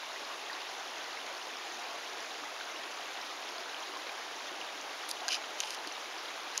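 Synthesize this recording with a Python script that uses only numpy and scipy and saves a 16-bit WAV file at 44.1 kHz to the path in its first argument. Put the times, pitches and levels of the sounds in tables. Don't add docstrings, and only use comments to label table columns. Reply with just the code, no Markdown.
import sys
import numpy as np
from scipy import signal
from scipy.fft import rfft, irfft, next_fast_len
from scipy.io import wavfile
from scipy.ndimage import uniform_filter1d, map_coordinates

SR = 44100
rng = np.random.default_rng(int(sys.argv[2]) if len(sys.argv) > 2 else 0)


def transcribe(u):
    v = np.clip(np.atleast_2d(u).T, -1, 1)
    q = np.round(v * 32767).astype(np.int16)
    wavfile.write(sys.argv[1], SR, q)


N = 291060
T = np.arange(N) / SR

# pitch in Hz, level in dB, seconds to fade by 60 dB.
CASE_NOTES = [(1605, 4, 0.025), (2880, 9.5, 0.0041), (4120, -1.5, 0.0082), (4820, 1, 0.0073),
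              (6040, 0, 0.0068), (6700, -2.5, 0.0067), (10300, -9, 0.0054), (12340, -12, 0.005)]
# start in seconds, ring level in dB, favoured pitch in Hz, crack level in dB.
CASE_TICKS = [(5.087, -36, 11500, -37), (5.0913, -27, 12400, -30.5), (5.1112, -30, 11000, -30),
              (5.1133, -20, 4850, -29.5), (5.282, -17, 5450, -32), (5.283, -26, 1600, -38),
              (5.288, -18, 5170, -33), (5.3067, -21, 2900, -44), (5.3208, -20, 4100, -44),
              (5.3331, -17, 2900, -44), (5.345, -17.5, 4400, -43), (5.3533, -25, 4750, -40),
              (5.6034, -13.5, 6300, -26.8), (5.6076, -17, 3000, -35), (5.636, -20, 3800, -49),
              (5.706, -22.5, 4400, -32.5), (5.7468, -31, 4700, -34), (5.8737, -25.5, 4800, -34),
              (6.557, -28, 1900, -44), (6.5774, -14, 7500, -24), (6.5965, -31.5, 4550, -48)]
# start, rise, hold and release in seconds, creak level in dB, hiss level in dB.
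FINGER_STROKES = [(5.088, .004, 0.022, .004, -59, -44), (5.282, 0.042, 0.022, 0.036, -33, -55),
                  (5.582, .008, 0.163, .008, -47, -53.5), (6.547, .005, 0.035, .02, -47.5, -60)]
# frequency in Hz, level in dB.
SCRAPE_TONE = [(1000, -38), (2050, -19), (2400, 1), (2900, -0.5), (3060, 6.5), (3250, -10), (4050, -7),
               (4700, -6), (5020, 2), (5250, -2.5), (5900, -3.5), (6700, -8.5), (8700, -30), (9900, -15),
               (11000, -26), (14000, -32)]
# frequency in Hz, level in dB.
BRUSH_TONE = [(1500, -21), (3500, 6.5), (6500, 2.5), (8800, 1.5), (10300, -0.5), (12000, -6.5),
              (14000, -16)]
# start in seconds, level in dB, pitch in Hz,
# ring length in cycles, fraction by which the pitch rises over that length.
NEAR_BUBBLES = [(.1603, -31, 1930, 7, .02), (0.4988, -30.5, 1820, 9.1, .02), (.531, -27.5, 4650, 4, .02),
                (.5315, -35, 4000, 14, .02), (0.982, -34, 6300, 6, .02), (1.043, -28, 4400, 3, .02),
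                (1.119, -34, 2830, 6, .02), (1.1733, -29, 2110, 4.5, .02), (1.4165, -35, 2830, 9, .02),
                (1.469, -40.5, 510, 5.7, .04), (1.570, -30, 5200, 6, .02), (1.722, -32.5, 6150, 6, .02),
                (2.205, -33, 5650, 7, .02), (2.2444, -32.5, 2440, 6, .02), (2.421, -45, 290, 3.9, 0.046),
                (2.436, -35, 1200, 6.3, .03), (2.454, -34.5, 2000, 7, .02), (2.610, -30, 1490, 5.7, .02),
                (2.7605, -31, 2720, 6, .02), (3.2148, -33.5, 5300, 9, .02), (3.490, -32, 5070, 7, .02),
                (3.582, -29, 4600, 4.5, .02), (3.61, -44, 377, 5, .04), (3.694, -33, 3870, 7, .02),
                (3.7453, -25.5, 3050, 3.6, .02), (3.895, -46, 364, 4.6, .04), (3.963, -36, 1034, 9, .03),
                (4.068, -32, 4000, 5, .02), (4.094, -32, 2360, 9, .02), (4.515, -39, 341, 3.8, 0.07),
                (4.6138, -26, 2830, 4.7, .02), (4.813, -28.5, 6150, 5.1, .02), (5.218, -34.5, 693, 6, .03),
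                (5.229, -36, 790, 11.2, 0.14), (5.869, -45, 302, 6.8, .04), (5.9233, -31.5, 5850, 11, .02)]
# middle time in seconds, level in dB, middle pitch in Hz.
WATER_SURGES = [(.12, -50, 637), (.31, -49.5, 1070), (.80, -52, 720), (1.66, -52, 783), (1.80, -49.5, 750),
                (2.45, -51, 880), (3.0, -50, 708), (3.59, -51, 687), (5.28, -52, 730), (5.66, -49.5, 856)]
# frequency in Hz, level in dB.
WATER_TONE = [(30, -35), (120, -30), (195, -23), (300, -6.5), (535, -5), (710, -0.26), (1130, -2),
              (1400, -4), (3800, -7), (4500, -10), (6600, -13), (8700, -29), (10200, -22.5), (11800, -29.5),
              (13600, -31.5)]


def amp(db):
    return 10 ** (np.asarray(db) / 20)


def unit(x):
    return x / np.sqrt(np.mean(x ** 2) + 1e-20)


def filtered(x, response):
    length = next_fast_len(N + 8192)
    return irfft(rfft(x, length) * response(np.fft.rfftfreq(length, 1 / SR)), length)[:N]


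def coloured(x, tone):
    points_hz, db = np.transpose(tone)
    return unit(filtered(x, lambda hz: amp(np.interp(np.log(hz + 1), np.log(points_hz), db))))


def bass_cut(x, corner_hz):
    return filtered(x, lambda hz: (1j * hz / (1j * hz + corner_hz)) ** 2)


def wobble(per_second):
    return unit(map_coordinates(rng.standard_normal(int(N * per_second / SR) + 4), [T * per_second]))


def placed(times, sounds):
    index = np.round(np.asarray(times) * SR).astype(int)[:, None] + np.arange(sounds.shape[1])
    return np.bincount(np.maximum(index, 0).ravel(), sounds.ravel(), N)[:N]


def whine(db, hz=15625):
    return amp(db) * unit(np.sin(2 * np.pi * hz * T))


def case_ticks():
    t = np.arange(SR // 40) / SR
    hz, note_db, fade_s = np.transpose(CASE_NOTES)
    starts, ring_db, pitch, crack_db = np.transpose(CASE_TICKS)
    octaves_away = np.abs(np.log2(hz / pitch[:, None]))
    weights = amp(note_db - 20 * octaves_away)
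    weights /= np.linalg.norm(weights, axis=1, keepdims=True)
    phase = 2 * np.pi * rng.random((len(starts), len(hz), 1))
    envelope = amp(-60 * t / fade_s[:, None]) * (1 - np.exp(-t / 0.00015))
    notes = envelope * np.sin(2 * np.pi * hz[:, None] * t + phase)
    rings = amp(ring_db)[:, None] * np.sum(weights[:, :, None] * notes, axis=1)
    bursts = placed(starts, amp(crack_db)[:, None] * amp(-60 * t / 0.0079))
    return placed(starts, rings) + bursts * coloured(rng.standard_normal(N), BRUSH_TONE)


def skin_slips(per_second=220, scatter_db=1, fade_s=0.0012, rub_db=-12, count=3000):
    gap, size = rng.random((count, 2)).T
    times = np.cumsum(.5 + gap) / per_second
    age = np.arange(SR // 80) / SR / fade_s
    jerks = amp(scatter_db * (2 * size - 2))[:, None] * np.sqrt(age) * np.exp(-age)
    return unit(placed(times, jerks) + amp(rub_db))


def finger():
    creak, hiss = np.zeros((2, N))
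    for start, rise, hold, release, creak_db, hiss_db in FINGER_STROKES:
        pressure = np.interp(T, start + np.cumsum([0, rise, hold, release]), [0, 1, 1, 0])
        creak += amp(creak_db) * pressure
        hiss += amp(hiss_db) * pressure
    grip = skin_slips()
    scrape = coloured(rng.standard_normal(N), SCRAPE_TONE)
    brush = coloured(rng.standard_normal(N), BRUSH_TONE)
    return grip * (creak * scrape + hiss * brush)


def bubbles(times, hz, size, cycles, rise, samples):
    t = np.arange(samples) / SR
    turns = hz[:, None] * t
    age = turns / np.reshape(cycles, (-1, 1))
    envelope = np.exp(-age) * (1 - np.exp(-2 * turns)) * (1 - (t / t[-1]) ** 2)
    ring = np.sin(2 * np.pi * turns * (1 + rise * age / 2))
    return placed(times, size[:, None] * envelope * ring)


def stray_bubbles(db, low_hz, high_hz, db_per_octave, scatter_db, count):
    when, pitch, strength = rng.random((count, 3)).T
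    octaves = np.log2(high_hz / low_hz) * (np.arange(count) + pitch) / count
    size = amp(db + db_per_octave * octaves + scatter_db * (2 * strength - 6))
    return bubbles(when * N / SR, low_hz * 2 ** octaves, size, cycles=7.1, rise=0.018, samples=3000)


def plinks():
    starts, db, hz, cycles, rise = np.transpose(NEAR_BUBBLES)
    return bubbles(starts, hz, amp(db), cycles, rise[:, None], samples=3000)


def surges(half_length_s=0.03, spread_octaves=.13, count=12):
    out = np.zeros(N)
    for middle, db, hz in WATER_SURGES:
        when, pitch = rng.uniform(-1, 1, (count, 2)).T
        starts = middle + half_length_s * when - 4 / hz
        pitches = hz * 2 ** (spread_octaves * pitch)
        cluster = bubbles(starts, pitches, np.ones(count), cycles=8.9, rise=0.028, samples=2400)
        average_size = np.sqrt(np.sum(cluster ** 2) / (2 * half_length_s * SR))
        out += amp(db) * cluster / average_size
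    return out


def spray(db, spread_db, corner_hz, count=900):
    when, strength = rng.random((count, 2)).T
    t = np.arange(SR // 200) / SR
    size = amp(spread_db * strength ** 30)
    drops = size[:, None] * np.exp(-t / 0.0011) * rng.standard_normal((count, len(t)))
    crackle = coloured(placed(when * N / SR, drops), WATER_TONE)
    return amp(db) * unit(bass_cut(crackle, corner_hz))


def babble(db, low_hz, high_hz, cycles, spread_db, count):
    when, pitch, strength, life = rng.random((count, 4)).T
    hz = low_hz * (high_hz / low_hz) ** pitch
    size = hz / high_hz * amp(spread_db * strength ** 5)
    cloud = bubbles(when * N / SR, hz, size, cycles * 2 ** (life - .5), rise=0.047, samples=1200)
    return amp(db) * coloured(cloud, WATER_TONE)


def rush(db, patchy_db):
    grid = signal.stft(rng.standard_normal(N), nperseg=512)[2]
    patches = uniform_filter1d(rng.standard_normal(grid.shape), size=14, axis=0)
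    patches = uniform_filter1d(patches, size=9, axis=1)
    splashes = signal.istft(grid * amp(patchy_db * unit(patches)), nperseg=512)[1][:N]
    return amp(db) * coloured(splashes, WATER_TONE)


def scene():
    gurgle = babble(db=-52.5, low_hz=280, high_hz=1593, cycles=5.8, spread_db=7.5, count=2000)
    tinkle = babble(db=-50.0, low_hz=1396, high_hz=7290, cycles=7.0, spread_db=9.0, count=4200)
    strays = stray_bubbles(db=-47, low_hz=619, high_hz=6060, db_per_octave=0.5, scatter_db=2.0, count=18)
    flow = amp(0.13 * wobble(2.69) + 0.08 * wobble(8.2))
    splashes = rush(db=-43.5, patchy_db=0.68)
    droplets = spray(db=-61.5, spread_db=3.0, corner_hz=9000)
    creek = flow * (splashes + gurgle + tinkle + droplets)
    hand = bass_cut(case_ticks() + finger(), corner_hz=480)
    return (creek + surges() + strays + plinks() + hand + whine(db=-68))[None]


def record(dry):
    notch_hz, notch_width_hz = 7930, 570
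    soft_top_hz, top_hz = 14200, 15830

    def response(hz):
        notch = np.hypot(hz - notch_hz, 20) / np.hypot(hz - notch_hz, notch_width_hz)
        soft_top = 1 / np.sqrt(1 + (hz / soft_top_hz) ** 48)
        return notch * soft_top * (hz < top_hz)

    mono = filtered(dry[0], response)
    return np.array([mono, mono])


dry = scene()
out = record(dry)
transcribe(out)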